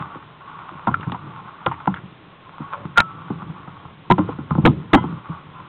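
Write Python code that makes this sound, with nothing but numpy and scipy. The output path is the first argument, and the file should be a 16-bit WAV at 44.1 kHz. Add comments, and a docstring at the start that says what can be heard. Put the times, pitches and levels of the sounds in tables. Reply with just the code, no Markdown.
"""Thumps, clacks and short squeals: a mountain bike jolts slowly down a wet, rocky trail.
Each rock thumps the frame and rattles loose parts; chain or grit snaps, and the hardest landing
rings the spokes. The brakes rub and now and then squeal, and the tyres rumble over the ground.
A small camera rides along: it misses the high treble, and the hardest blows overload it to a crunch."""
import sys
import numpy as np
from scipy import signal
from scipy.fft import rfft, irfft
from scipy.io import wavfile
from scipy.ndimage import uniform_filter1d, map_coordinates

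SR = 44100
rng = np.random.default_rng(int(sys.argv[2]) if len(sys.argv) > 2 else 0)


def log_audio(samples):
    """Write samples as a 16-bit WAV file to the path given in sys.argv[1]."""
    # one column per channel
    frames = np.atleast_2d(samples).T
    # limit to full scale, then quantise
    limited = np.clip(frames, -1, 1)
    pcm = np.round(limited * 32767).astype(np.int16)
    wavfile.write(sys.argv[1], SR, pcm)


N = 250488

# The knocks the bike takes: mostly rocks, while the row at 2.977 s is the brake grabbing and kicking the fork.
# # Each row: start in seconds, clack strength in dB, thump strength in dB, # thump centre in Hz, clack centre
# in Hz, number of contacts.
JOLTS = [(0.003, -29, -29.5, 150, 1320, 1), (0.156, -47, -37, 300, 1110, 1),
         (0.716, -45, -41.5, 334, 1125, 1), (0.871, -8, -20, 230, 950, 2), (0.913, -31, -26, 133, 1410, 1),
         (1.07, -26.5, -21, 114, 1060, 1), (1.119, -20.5, -28, 215, 890, 1),
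         (1.144, -21.5, -47, 184, 900, 1), (1.664, -8, -21.5, 495, 1300, 1),
         (1.669, -12.5, -25.5, 132, 1160, 1), (1.803, -28, -54, 156, 1400, 1),
         (1.874, -6, -19.5, 216, 850, 1), (2.035, -41, -35.5, 148, 1100, 1),
         (2.601, -35, -28, 221, 1060, 1), (2.849, -45, -30, 179, 1060, 1), (2.977, -10, -27, 160, 724, 2),
         (3.302, -24.5, -22.5, 238, 910, 1), (3.419, -26.5, -33, 159, 1100, 1),
         (3.675, -30, -35.5, 161, 1090, 1), (3.851, -31, -37.5, 117, 1030, 1),
         (4.101, -2.5, -12.5, 222, 986, 2), (4.181, -13, -20.5, 268, 900, 1),
         (4.191, -16, -15, 260, 1090, 1), (4.290, -25.5, -26, 374, 800, 1), (4.386, -30, -25, 187, 1103, 1),
         (4.508, -14.5, -15.5, 154, 1220, 1), (4.551, -19.5, -18, 154, 1040, 1),
         (4.581, -21, -13, 173, 790, 1), (4.635, -34.5, -14.5, 146, 864, 1),
         (4.651, -2.5, -7.5, 253.4, 907, 3), (4.932, 0, -5.5, 299, 740, 3),
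         (4.972, -14.5, -20.5, 170, 1120, 2), (5.039, -20.5, -23, 256, 944, 1),
         (5.292, -47, -26.5, 175, 1100, 1)]


def amp(db):
    """Turns decibels into a number to multiply a sound by."""
    return 10 ** (np.asarray(db) / 20)


def evened(x):
    """Scales a sound to an average (rms) level of 1."""
    return x / np.sqrt(np.mean(x ** 2) + 1e-20)


def peak_evened(x):
    """Scales a sound so that its loudest 6 ms have an average (rms) level of 1."""
    return x / np.sqrt(uniform_filter1d(x ** 2, size=256).max() + 1e-20)


def add(mix, start, sound):
    """Mixes a sound in at a start time in seconds."""
    part = mix[max(round(start * SR), 0):][:len(sound)]
    part += sound[:len(part)]


def level(curve):
    """Joins points of (seconds, dB) into a gain for every sample."""
    return amp(np.interp(np.arange(N) / SR, *np.transpose(curve)))


def coloured(x, points):
    """Shapes a sound's bass and treble along points of (Hz, dB), then evens its level."""
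    hz, db = np.transpose(points)
    freqs = np.fft.rfftfreq(len(x), 1 / SR)
    gain = amp(np.interp(np.log(freqs + 1), np.log(hz), db))
    return evened(irfft(rfft(x) * gain, len(x)))


def wander(n, rate_hz):
    """A smooth random wobble that finds a new value rate_hz times a second."""
    knots = rng.standard_normal(4096)
    return map_coordinates(knots, [np.arange(n) * rate_hz / SR], order=3, mode="wrap")


def band(x, lo_hz, hi_hz):
    """Gently fades out what lies below lo_hz and above hi_hz."""
    return signal.sosfilt(signal.butter(2, [lo_hz, hi_hz], "band", fs=SR, output="sos"), x)


def low_pass(x, edge_hz, size):
    """Sharply cuts off what lies above edge_hz."""
    return signal.oaconvolve(x, signal.firwin(size, edge_hz, window=("kaiser", 9), fs=SR), "same")


def ring(modes, t, centre_hz, octaves, detune):
    """A struck object's fading tones (modes); where it is hit favours those near centre_hz."""
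    hz, db, t60 = np.transpose(modes)[:, :, None]  # t60: seconds to fade by 60 dB
    favour = 1 / (1 + (np.log2(hz / centre_hz) / octaves) ** 2)
    hz = hz * (1 + detune * rng.standard_normal(hz.shape))
    sign = (-1) ** np.arange(len(hz))[:, None]  # neighbouring modes swing opposite ways
    return (sign * favour * amp(db - 60 * t / t60) * np.sin(2 * np.pi * hz * t)).sum(0)


def chatter(t, share, t60, per_s):
    """One contact, then a dying scatter of rebounds whose combined size is share."""
    hits = rng.standard_normal(len(t)) * (rng.random(len(t)) < per_s / SR) * amp(-60 * t / t60)
    hits *= share / (np.linalg.norm(hits) + 1e-9)
    hits[0] = 1
    return hits


def grains(per_s, spread_db):
    """Scattered clicks of very uneven size."""
    size = amp(spread_db * np.minimum(rng.exponential(1, N), 4))
    return evened(rng.standard_normal(N) * size * (rng.random(N) < per_s / SR))


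def hiss():
    """A faint, steady noise behind everything."""
    # The tone of the hiss. Each row: frequency in Hz, relative level in dB.
    colour = [(30, -2.5), (300, 4.5), (4000, -6.5)]
    return amp(-45.5) * coloured(rng.standard_normal(N), colour)


def shaking():
    """How hard the bike shudders: after each thump the shudder swells and dies away."""
    rise_s, fade_db_per_s = 0.01, 82
    power, t = np.zeros(N), np.arange(SR) / SR
    for start, _, thump_db, *_ in JOLTS:
        shudder = np.minimum(t / rise_s, 1) * amp(thump_db - 16 - fade_db_per_s * t)
        add(power, start, shudder ** 2)
    return np.sqrt(power)


def tyre_rumble(shake):
    """The tyres drum over small stones, louder on rough ground and when the bike shudders."""
    # The roughness of the ground. Each row: time in seconds, relative rumble level in dB.
    ground = [(0, -47.5), (.35, -56.5), (.7, -50), (1.25, -41), (1.55, -53), (2.4, -55), (2.75, -48),
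              (3.4, -42.5), (4.05, -51), (5.2, -51), (5.68, -44.5)]
    # The tone of the rumble. Each row: frequency in Hz, relative level in dB.
    colour = [(25, -34.5), (60, -17), (100, -2), (165, 4.5), (230, -10), (320, -8.5), (450, -17),
              (1000, -42)]
    tread = rng.standard_normal(N) + 0.26 * grains(per_s=80, spread_db=6.5)
    lumps = amp(2.1 * wander(N, 16))  # uneven ground
    return amp(3) * coloured(tread, colour) * lumps * np.hypot(level(ground), shake)


def brake_rub(shake):
    """The pads rub the wet discs, on the edge of singing; shudders press them together too."""
    # The rider squeezes and eases the levers. Each row: time in seconds, relative rub level in dB.
    squeeze = [(0, -33), (0.15, -40.5), (0.31, -53.5), (0.53, -36.5), (0.85, -41.5), (1.9, -42),
               (2.12, -55.5), (2.48, -51.5), (2.73, -36), (2.9, -46), (3.15, -41.5), (3.85, -45.5),
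               (4.02, -56), (4.28, -39), (4.46, -49.5), (4.88, -47.5), (5.08, -38), (5.22, -47),
               (5.33, -37), (5.48, -52), (5.68, -37.5)]
    # The tone of the rubbing. Each row: frequency in Hz, relative level in dB.
    colour = [(350, -33.5), (700, -14), (890, -3), (1100, -3.5), (1430, -5), (1650, -19.5), (4200, -29.5)]
    friction = coloured(rng.standard_normal(N) + 0.68 * grains(per_s=400, spread_db=6.5), colour)
    cycles = np.cumsum(1105 * (1 + 0.031 * wander(N, 6.5))) / SR  # pitch drifts with pad pressure
    blur = wander(N, 100) + 1j * wander(N, 100)  # smears the tone into a narrow band of noise
    whine = evened((blur * np.exp(2j * np.pi * cycles)).real)
    flicker = amp(2.6 * wander(N, 35))
    pressure = np.hypot(level(squeeze), amp(-17) * shake)
    return amp(-1) * (friction + amp(-3) * whine) * flicker * pressure


def spokes():
    """The hardest landing leaves a thin, metallic ring in the spokes."""
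    # The spokes' tones. Each row: pitch in Hz, relative level in dB, seconds to fade by 60 dB.
    modes = [(2040, 6, 0.2), (2960, -6, 0.27), (3200, -1, 0.27)]
    out, t = np.zeros(N), np.arange(SR // 4) / SR
    ping = ring(modes, t, centre_hz=modes[1][0], octaves=0.92, detune=0.0024)
    add(out, start=4.951, sound=amp(-30.5) * peak_evened(ping))
    return out


def tick(t, buzz):
    """A bright contact; buzz sets how much the chain and cables keep shaking after it."""
    cables = chatter(t, share=buzz, t60=0.26, per_s=850)
    contact = chatter(t, share=3.8, t60=.022, per_s=5900)
    return peak_evened(band(contact + cables, 1500, 4100))


def snaps():
    """Chain or grit makes sharp ticks with no weight behind them."""
    # The snaps. Each row: start in seconds, level in dB.
    events = [(0.875, -35), (0.942, -39), (1.009, -39.5), (1.12, -29), (1.663, -20), (1.803, -47.5),
              (1.943, -34), (2.977, -27.5), (4.103, -30), (4.186, -36), (4.673, -20)]
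    out, t = np.zeros(N), np.arange(SR // 4) / SR
    for start, db in events:
        add(out, start, amp(db) * tick(t, buzz=0.43))
    return out


def grip(t, length):
    """A squeal's loudness: the pads drag faintly, bite at t = 0, slip, let go and drag again."""
    grab_s, slip_db_per_s, stutter_hz = .002, -380, 163
    bite = np.clip(np.minimum(t, length - t) / grab_s, 0, 1)
    sag = amp(np.clip(slip_db_per_s * t, -7.5, 0))
    depth = np.clip(.85 * t / length, 0, 1)  # sticking and slipping chops deeper toward the end
    stutter = 1 - depth * np.sin(np.pi * stutter_hz * t) ** 2
    drag = amp(-21) * signal.windows.tukey(len(t), .5)
    return np.maximum(bite * sag * stutter, drag)


def disc_ring(squeal):
    """The brake disc picks up a squeal and rings on after it."""
    # The disc's tones. Each row: pitch in Hz, gain in dB, seconds to fade by 60 dB.
    modes = [(1313, 0.5, 0.45), (1390, -12, 0.11), (924, 6.5, 0.055)]
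    out = 0
    for hz, db, t60 in modes:
        decay = amp(-60 / (t60 * SR))  # the share of the ring left after one sample
        pole = decay * np.exp(2j * np.pi * hz / SR)
        out += amp(db) * 2 * signal.lfilter([1 - decay], [1, -pole], squeal).real
    return out


def brake_squeals():
    """The pads grab the disc in brief, unsteady tones with a scrape on top."""
    # Brake chirps and groans. Each row: start in seconds, length in seconds, relative level in dB,
    # pitch in Hz, roughness from 0 to 1.
    chirps = [(0.9414, 0.0062, -4.5, 1365, 0.17), (1.029, 0.0075, -20.5, 1445, 0.4),
              (1.713, .038, -24, 1101, 0.46), (1.941, .006, -21, 1330, 0.62),
              (1.959, 0.034, -28, 1400, 0.53), (2.738, .11, -33, 582, 0.36), (2.974, .038, 1.5, 1391, .3)]
    out = np.zeros(N)
    for start, length, db, hz, rough in chirps:
        t = np.arange(-.5 * length, length + 0.018, 1 / SR)  # room for the drag before and after
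        n = len(t)
        cycles = np.cumsum(hz * (1 + 0.153 * rough * wander(n, 499.8))) / SR
        flicker = np.exp(1.7 * rough * wander(n, 450))
        tone = evened(flicker * np.sin(2 * np.pi * cycles))
        scrape = evened(band(band(rng.standard_normal(SR)[:n], 690, 2600), 690, 2600))
        add(out, start + t[0], amp(db) * (tone + rough * scrape) * grip(t, length) / np.sqrt(2))
    return out + disc_ring(out)


def bounces(count):
    """Delay in seconds and level change in dB of each bounce: ever wider apart and weaker."""
    number = np.arange(count)
    gaps = .0088 * 1.15 ** number
    return zip(np.cumsum(gaps) - gaps, -1.25 * number ** 2)


def jolts():
    """Each knock, from a rock or a grabbing brake, thumps the frame, rattles the loose parts and ticks."""
    # The low tones of the frame and camera mount.
    # Each row: pitch in Hz, relative level in dB, seconds to fade by 60 dB.
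    frame_modes = [(50, -6.5, .12), (89, -7.5, 0.38), (133.5, -1, .14), (170.8, -1, .16),
                   (211.7, -3.5, 0.1), (275.5, -0.5, 0.095), (343, 0, 0.095), (502, 4, 0.039)]
    # The tones of loose metal and plastic parts.
    # Each row: pitch in Hz, relative level in dB, seconds to fade by 60 dB.
    part_modes = [(653.4, -4, 0.024), (773, 3, 0.024), (879, 3, 0.028), (1061, -1.5, 0.06),
                  (1264.3, -3, 0.05), (1358.5, 1.5, 0.018), (2060, -17, 0.077)]
    out, t = np.zeros(N), np.arange(SR // 4) / SR
    for start, clack_db, thump_db, thump_hz, clack_hz, contacts in JOLTS:
        for delay, bounce_db in bounces(round(contacts)):
            frame = ring(frame_modes, t, thump_hz, octaves=0.56, detune=0.052)
            blow = chatter(t, share=0.42, t60=0.058, per_s=740)
            thump = peak_evened(signal.fftconvolve(blow, frame)[:len(t)])
            rattle = chatter(t, share=0.55, t60=0.077, per_s=1200)
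            parts = ring(part_modes, t, clack_hz, octaves=0.64, detune=0.033)
            clack = peak_evened(signal.fftconvolve(rattle, parts)[:len(t)])
            clatter = amp(-5.5) * clack + amp(-29.5) * tick(t, buzz=.5)
            add(out, start + delay - .001, amp(thump_db + bounce_db + 3) * thump)
            add(out, start + delay, amp(clack_db + bounce_db) * clatter)
    return out


def scene():
    """Everything that reaches the camera, in one channel."""
    shake = shaking()
    events = jolts() + snaps() + spokes() + brake_squeals()
    return (events + brake_rub(shake) + tyre_rumble(shake) + hiss())[None]


def record(dry):
    """The camera flattens loud peaks and caves in on the loudest; overtones fold back as a crunch."""
    camera_rate_hz, ceiling = 8000, 0.71
    collapse, softness, bias = 1.104, 0.04, .2  # the bias makes downward swings cave in first
    x = signal.resample_poly(dry[0], camera_rate_hz, SR)
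    cave_in = .5 - .5 * np.tanh((abs(x - bias) - collapse) / softness)
    overloaded = np.clip(x, -ceiling, ceiling) * cave_in
    narrow = signal.resample_poly(overloaded, SR, camera_rate_hz)[:N]
    clipped = np.clip(low_pass(narrow, edge_hz=4250, size=161), -ceiling, ceiling)
    return low_pass(clipped, edge_hz=15850, size=511)[None]


dry = scene()
out = record(dry)
log_audio(out)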